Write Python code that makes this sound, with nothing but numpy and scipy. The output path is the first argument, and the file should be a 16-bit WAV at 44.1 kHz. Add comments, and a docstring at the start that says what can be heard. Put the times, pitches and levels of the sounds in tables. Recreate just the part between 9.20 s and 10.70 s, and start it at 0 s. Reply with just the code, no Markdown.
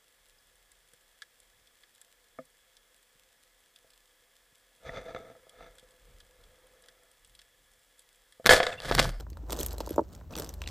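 """Pearl strands on a table

Hands turn strands of large pearls on a table top, right in front of a close two-port microphone.
Pearls click together (an impact, a noisy crack, ringing sines) and knock on the table, whose
damped resonances answer dully. Dragged strands rustle and scratch as noise shaped from tiny slips.
Behind them the room hums low: two wavering tones, rumble and a faint airy noise."""
import sys
import numpy as np
from scipy import signal
from scipy.fft import rfft, irfft, next_fast_len
from scipy.io import wavfile
from scipy.ndimage import map_coordinates

SR = 44100
rng = np.random.default_rng(int(sys.argv[2]) if len(sys.argv) > 2 else 0)


def master(y):
    """Save y as 16-bit WAV."""
    cut = np.clip(np.atleast_2d(y).T, -1, 1)
    pcm = np.round(cut * 32767)  # scale
    wavfile.write(sys.argv[1], SR, pcm.astype(np.int16))


N = 66150  # samples: 1.5 s
TOP_HZ = 16600  # upper band limit of the microphone


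def amp(db):
    """Amplitude factor of a level in dB."""
    return 10 ** (np.asarray(db) / 20)


def unit(x):
    """x at rms 1."""
    return x / np.sqrt(np.mean(x ** 2) + 1e-20)


def along(points, hz):
    """Interpolate (Hz, value) points on a log frequency axis."""
    f, v = np.transpose(points)
    return np.interp(np.log(hz + 1), np.log(f + 1), v)


def curves(rows):
    """One value per sample for each column after the time."""
    s, *columns = np.transpose(rows)
    return [np.interp(np.arange(N) / SR, s, column) for column in columns]


def filtered(x, response):
    """x times a complex response of frequency."""
    n = x.shape[-1]
    padded = next_fast_len(n + 4096)
    spectrum = rfft(x, padded) * response(np.fft.rfftfreq(padded, 1 / SR))
    return irfft(spectrum, padded)[..., :n]


def coloured(x, spectrum):
    """x filtered by (Hz, dB) points, then brought to rms 1."""
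    return unit(filtered(x, lambda hz: amp(along(spectrum, hz))))


def wobble(rate):
    """A smooth random curve, rate knots a second."""
    knots = rng.standard_normal(int(N * rate / SR) + 4)
    return map_coordinates(knots, [np.arange(N) * rate / SR])


def burst(t60, size=4096):
    """Noise of energy 1 that dies by 60 dB in t60 seconds."""
    x = rng.standard_normal(size) * amp(-60 * np.arange(size) / SR / t60)
    return x / np.linalg.norm(x)


def grains(rate, spread_db):
    """Many tiny slips of uneven size and random sign, on average rate a second."""
    slips = rng.random(N) < rate / SR
    excess = np.minimum(rng.exponential(size=N), 2)
    sizes = amp(spread_db * excess) * rng.choice([-1, 1], N)
    return slips * sizes


def add(track, s, sound):
    """Mix a sound in at time s."""
    i = max(round(s * SR), 0)
    track[..., i:i + sound.shape[-1]] += sound[..., :max(N - i, 0)]


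# Low noise of the room. Each row: frequency in Hz, relative density in dB per Hz.
RUMBLE_SPECTRUM = [(20, -40), (36, -17), (52, -0.5), (80, -2), (110, -10), (170, -16), (260, -23),
                   (600, -55)]


def rumble(level_db=-48):
    """Steady noise, strongest in the deep bass."""
    return amp(level_db) * coloured(rng.standard_normal(N), RUMBLE_SPECTRUM)


# Airy noise of the room. Each row: frequency in Hz, relative density in dB per Hz.
AIR_SPECTRUM = [(100, 5.5), (300, 7.5), (900, -11), (2000, -12.5), (5000, -21.5), (15500, -19),
                (16600, -57)]


def air(level_db=-65):
    """Faint steady noise that reaches up into the treble."""
    return amp(level_db) * coloured(rng.standard_normal(N), AIR_SPECTRUM)


# Two low room tones. Each row: time in seconds, mean level of the lower in dB, of the upper in dB.
DRONE = [(0, -48, -49.5), (.48, -40, -50), (.68, -44, -50.5), (.8, -62, -45), (1.05, -50.5, -63),
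         (1.28, -49, -47.5), (1.4, -44.5, -44.5)]
# Their pitches: lower in Hz, upper in Hz.
DRONE_HZ = (53.9, 76.4)


def drone():
    """Two low sines, each wavering in level and phase."""
    t = np.arange(N) / SR
    out = np.zeros(N)
    for hz, db in zip(DRONE_HZ, curves(DRONE)):
        level = amp(db + wobble(11.5)) * np.sqrt(2)  # rms to peak
        out += level * np.sin(2 * np.pi * hz * t + 0.67 * wobble(6.28))
    return out


def room():
    """The background: two wavering tones, steady rumble and airy noise add up."""
    return drone() + rumble() + air()


# How strongly a strand is dragged, heard close by.
# Each row: time in seconds, level of the table's rustle in dB, scratching in dB before SCRATCH_DB.
DRAG = [(0, -44.5, -46), (.05, -66.5, -89.5), (.26, -58, -76), (0.329, -39.5, -55.5), (.355, -41.5, -57),
        (.41, -41.5, -56), (.47, -48, -54.5), (.53, -50, -52.5), (.57, -50, -70), (.74, -51, -58.5),
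        (.87, -61, -72.5), (0.946, -55, -66.5), (1.09, -65, -79.5), (1.124, -44.5, -54.5),
        (1.149, -49, -70), (1.189, -40, -50.5), (1.25, -47, -55), (1.37, -58.5, -71), (1.5, -51, -58.5)]
# Rustle of the table top. Each row: frequency in Hz, relative density in dB per Hz.
RUSTLE_SPECTRUM = [(90, -3), (150, 3), (240, 0), (320, 1.5), (480, 0.5), (750, -3), (1000, -7),
                   (1500, -15.5), (2200, -26.5), (4000, -29.5)]
SLIPS_PER_S, SLIP_SPREAD_DB = 750, 1  # bumps of the strand on the table


def rustle():
    """A sliding strand bumps along and sounds in the table top."""
    bumps = grains(SLIPS_PER_S, SLIP_SPREAD_DB)
    return coloured(bumps, RUSTLE_SPECTRUM) * amp(curves(DRAG)[0])


# Scratching of pearl on pearl. Each row: frequency in Hz, relative density in dB per Hz.
SCRATCH_SPECTRUM = [(600, -1), (1500, 5.5), (2300, -7), (3300, 2.5), (6000, 0), (9000, -3.5), (12000, -3),
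                    (15500, -16), (16600, -23)]
SCRATCH_DB = 1.5
GRAINS_PER_S, GRAIN_SPREAD_DB, GRAIN_T60 = 400, 6, 0.0028  # T60: seconds to fall by 60 dB


def scratch():
    """Sliding pearls scratch finely: each slip sets off a brief fading puff of noise."""
    fade = amp(-60 * np.arange(1024) / SR / GRAIN_T60)
    slips = grains(GRAINS_PER_S, GRAIN_SPREAD_DB)
    power = signal.fftconvolve(slips ** 2, fade ** 2)[:N]
    rough = np.sqrt(np.abs(power)) * rng.standard_normal(N)
    return coloured(rough, SCRATCH_SPECTRUM) * amp(SCRATCH_DB + curves(DRAG)[1])


# Resonances of the table top. Each row: frequency in Hz, width in Hz, level in dB.
TABLE_MODES = [(164.6, 20, -5), (321, 54, -1), (449, 160, -.5), (565, 58, -3), (920, 153, -4),
               (1236, 410, -8)]
BEND_S = 0.001857  # travel time of a 1 kHz bending wave, seconds


def table_top(hz):
    """Damped resonances; bending waves bring the treble a little before the bass."""
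    modes = 0
    for centre, width, db in TABLE_MODES:
        damping = 1j * hz * width
        modes = modes + amp(db) * damping / (centre ** 2 - hz ** 2 + damping)
    return modes * np.exp(-4j * np.pi * BEND_S * np.sqrt(1000 * hz))


CONTACT_ORDER = 5.85  # steepness of the contact's treble cut-off
THIN_SHARE, THIN_ORDER = 0.23, 1.95  # bass is lost below this share of the cut-off; steepness


def contact(hz, cutoff_hz):
    """A soft, long contact lacks treble; a hard, light one lacks bass."""
    bass_loss = 1 - np.exp(-(hz / (THIN_SHARE * cutoff_hz)) ** THIN_ORDER)
    treble_loss = np.sqrt(1 + (hz / cutoff_hz) ** (2 * CONTACT_ORDER))
    return bass_loss / treble_loss


# Pearls and fingers set down on the table, close to the microphone.
# Each row: start in seconds, level in dB before the knocks' common gain, contact cut-off in Hz.
KNOCKS = [(0.066, -42, 1630), (0.1699, -38, 1580), (.118, -38, 392), (0.232, -32.5, 385), (.296, -33, 1430),
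          (0.3067, -28.5, 800), (0.321, -29.5, 1290), (.329, -26.5, 950), (0.3867, -26.5, 670),
          (0.402, -25.5, 540), (.415, -30.5, 570), (.43, -32, 930), (0.538, -34.5, 950), (0.58, -34, 855),
          (0.6039, -20.5, 986), (0.673, -27.5, 1095), (0.693, -36, 610), (0.7072, -20, 506),
          (0.712, -16, 163), (0.761, -29.5, 795), (.7797, -9, 996), (0.7916, -11.5, 1010),
          (.813, -23.5, 620), (1.0112, -47.5, 2000), (1.106, -41.5, 1210), (1.155, -34.5, 1640),
          (1.165, -27, 444), (1.181, -43, 600), (1.197, -26, 684), (1.2195, -36.5, 1780),
          (1.4171, -32, 2930)]
TABLE_TAIL_DB, TABLE_T60, TAIL_HZ = -4, 0.05, 610  # T60 in seconds; treble cut of the tail


def knocks(gain_db=32):
    """A blow and its dulled noise tail, shaped by the contact, ring the table's resonances."""
    out = np.zeros(N)
    for s, db, cutoff_hz in KNOCKS:
        tail = filtered(burst(TABLE_T60), lambda hz: 1 / (1 + 1j * hz / TAIL_HZ))
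        blow = amp(TABLE_TAIL_DB) * tail
        blow[0] += 1  # the impact itself
        knock = filtered(blow, lambda hz: table_top(hz) * contact(hz, cutoff_hz))
        add(out, s, amp(db + gain_db) * knock)
    return out


# Pearl against pearl, close to the microphone. Each row: start in seconds,
# crack at 4 kHz in dB and at 11 kHz in dB (both before CLICK_DB and colour), ring in Hz, ring in dB.
CLICKS = [(0.1015, -47.5, -42.5, 6310, -53), (0.1308, -44.5, -66, 4470, -57),
          (0.1712, -49.5, -49, 3860, -53.5), (0.2973, -34.5, -44.5, 3450, -56),
          (0.3057, -27.5, -32.5, 6140, -44), (0.3132, -40, -43, 3320, -39), (0.3217, -32, -25.5, 6470, -38),
          (0.3239, -27, -33, 8450, -38), (0.3286, -23, -25, 3430, -28), (0.364, -36, -40, 3500, -43),
          (0.3705, -39, -35, 6190, -43), (0.3895, -30, -28, 6100, -33), (0.396, -35, -31, 4100, -29.5),
          (0.402, -30, -25, 7270, -29), (0.4074, -35, -25.5, 7800, -49), (0.411, -28, -30.5, 3270, -28),
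          (0.4269, -43, -42, 6160, -32), (0.431, -26.5, -23, 7890, -30), (0.4477, -34, -40, 3070, -41),
          (0.4626, -34.5, -19, 3250, -34), (0.4842, -36.5, -42, 6360, -39.5), (0.5076, -39, -42, 4060, -42),
          (0.5295, -40, -36.5, 12760, -37.5), (0.582, -37.5, -32.5, 4140, -34.5),
          (0.604, -30, -33, 5070, -38.5), (0.609, -29.5, -41, 4400, -47), (0.6623, -39.5, -36.5, 6550, -47),
          (0.6725, -53, -43, 4700, -41), (0.692, -33.5, -36, 3310, -41), (0.706, -38.5, -35, 11600, -29.5),
          (0.7602, -39.5, -38, 7160, -39), (0.929, -50, -44, 6590, -52), (0.95, -42.5, -44, 5350, -46),
          (1.1078, -47, -69, 5950, -48), (1.137, -39, -60, 2590, -36), (1.154, -27, -40, 4420, -35),
          (1.1651, -32, -31, 5940, -46), (1.177, -30, -34.5, 5860, -33), (1.1854, -30, -28, 5930, -32),
          (1.1977, -33, -25.5, 5150, -31), (1.2213, -33, -33.5, 5200, -37),
          (1.2455, -35.5, -35.5, 5030, -33.5), (1.2911, -33.5, -33.5, 5930, -30.5),
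          (1.3391, -40, -36.5, 4280, -45.5), (1.4179, -29, -39, 2680, -30.5),
          (1.439, -28.5, -82, 2600, -50), (1.4613, -40, -76, 2800, -34), (1.4749, -21, -38.5, 3300, -38),
          (1.4879, -30.5, -43.5, 3040, -50)]
# Colour that all cracks share. Each row: frequency in Hz, gain in dB.
PEARL_COLOUR = [(200, -45), (900, -6), (2400, -3.5), (3300, 0), (11400, 3), (13600, -1.5), (15500, -11.5)]
# Uneven pearls: lowest and highest ratio of the second mode's frequency to the first's.
MODE_RATIO = (1.25, 2.17)
CLICK_DB, CLICK_RISE_S, CLICK_T60 = 16, 0.00034, 0.008  # times in seconds
CLICK_TAIL_DB, CLICK_TAIL_T60 = -21.5, 0.09  # faint tail from the strand
STRIKE = 0.29  # sharp impact, relative to the norm of the rattle around it
RING_T60, SECOND_MODE_DB = 0.011, -12.5  # ring's T60 in seconds; second mode against the first


def clicks():
    """Each contact is a sharp impact in a noisy crack, with two ringing modes and a faint tail."""
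    out, t = np.zeros(N), np.arange(2048) / SR
    rise = 1 - np.exp(-t / CLICK_RISE_S)
    shape = rise * (amp(-60 * t / CLICK_T60) + amp(CLICK_TAIL_DB - 60 * t / CLICK_TAIL_T60))
    for s, low_db, top_db, ring_hz, ring_db in CLICKS:
        crack = shape * rng.choice([-1, 1], len(t))
        crack[np.argmax(shape)] = STRIKE * np.linalg.norm(crack)
        crack /= np.linalg.norm(crack)
        tilt = [(4000, low_db), (11000, top_db)]
        add(out, s, filtered(
            crack, lambda hz: amp(CLICK_DB + along(tilt, hz) + along(PEARL_COLOUR, hz))))

        turn = 2 * np.pi * ring_hz * t
        ratio = rng.uniform(*MODE_RATIO)
        ring = np.sin(turn)
        if ratio * ring_hz < TOP_HZ:
            ring += amp(SECOND_MODE_DB) * np.sin(ratio * turn)
        add(out, s, rise * amp(ring_db - 60 * t / RING_T60) * ring)
    return out


# Share of the pearls' sound that differs between the ports. 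Each row: frequency in Hz, level in dB.
APART = [(2000, -30), (6000, -11.5), (10000, -18.5), (13500, -21)]
TABLE_APART_DB = -18.5  # the same for the table's sound


def scene(rumble_apart_db=-15):
    """The sound is mostly alike at both ports; a weaker, independent part and a table echo differ."""
    table = knocks() + rustle()
    near = table + clicks() + scratch() + room()
    # fresh random draws and the echo, added with opposite sign at the two ports
    pearls_apart = filtered(clicks() + scratch(), lambda hz: 1j * amp(along(APART, hz)))
    table_echo = signal.fftconvolve(table, burst(t60=0.1))[:N]
    table_apart = amp(TABLE_APART_DB) * (rustle() + table_echo)
    apart = pearls_apart + table_apart + amp(rumble_apart_db) * rumble()
    return np.array([near + apart, near - apart])


# Two close microphone ports. Each row: frequency in Hz, phase lead of the left port in radians.
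PORTS = [(20, 0), (2200, 0), (3300, .45), (5200, .15), (5900, -.3), (7000, -.1), (8200, -.8), (9400, -2.8),
         (10600, -3.4), (12400, -5.3), (16000, -8.4)]


def record(dry):
    """The two ports drift apart in phase in the treble, and the band ends at TOP_HZ."""
    sides = np.array([[1], [-1]])  # left leads by half the phase, right lags by half
    return filtered(dry, lambda hz: np.exp(0.5j * along(PORTS, hz) * sides) * (hz < TOP_HZ))


dry = scene()
out = record(dry)
master(out)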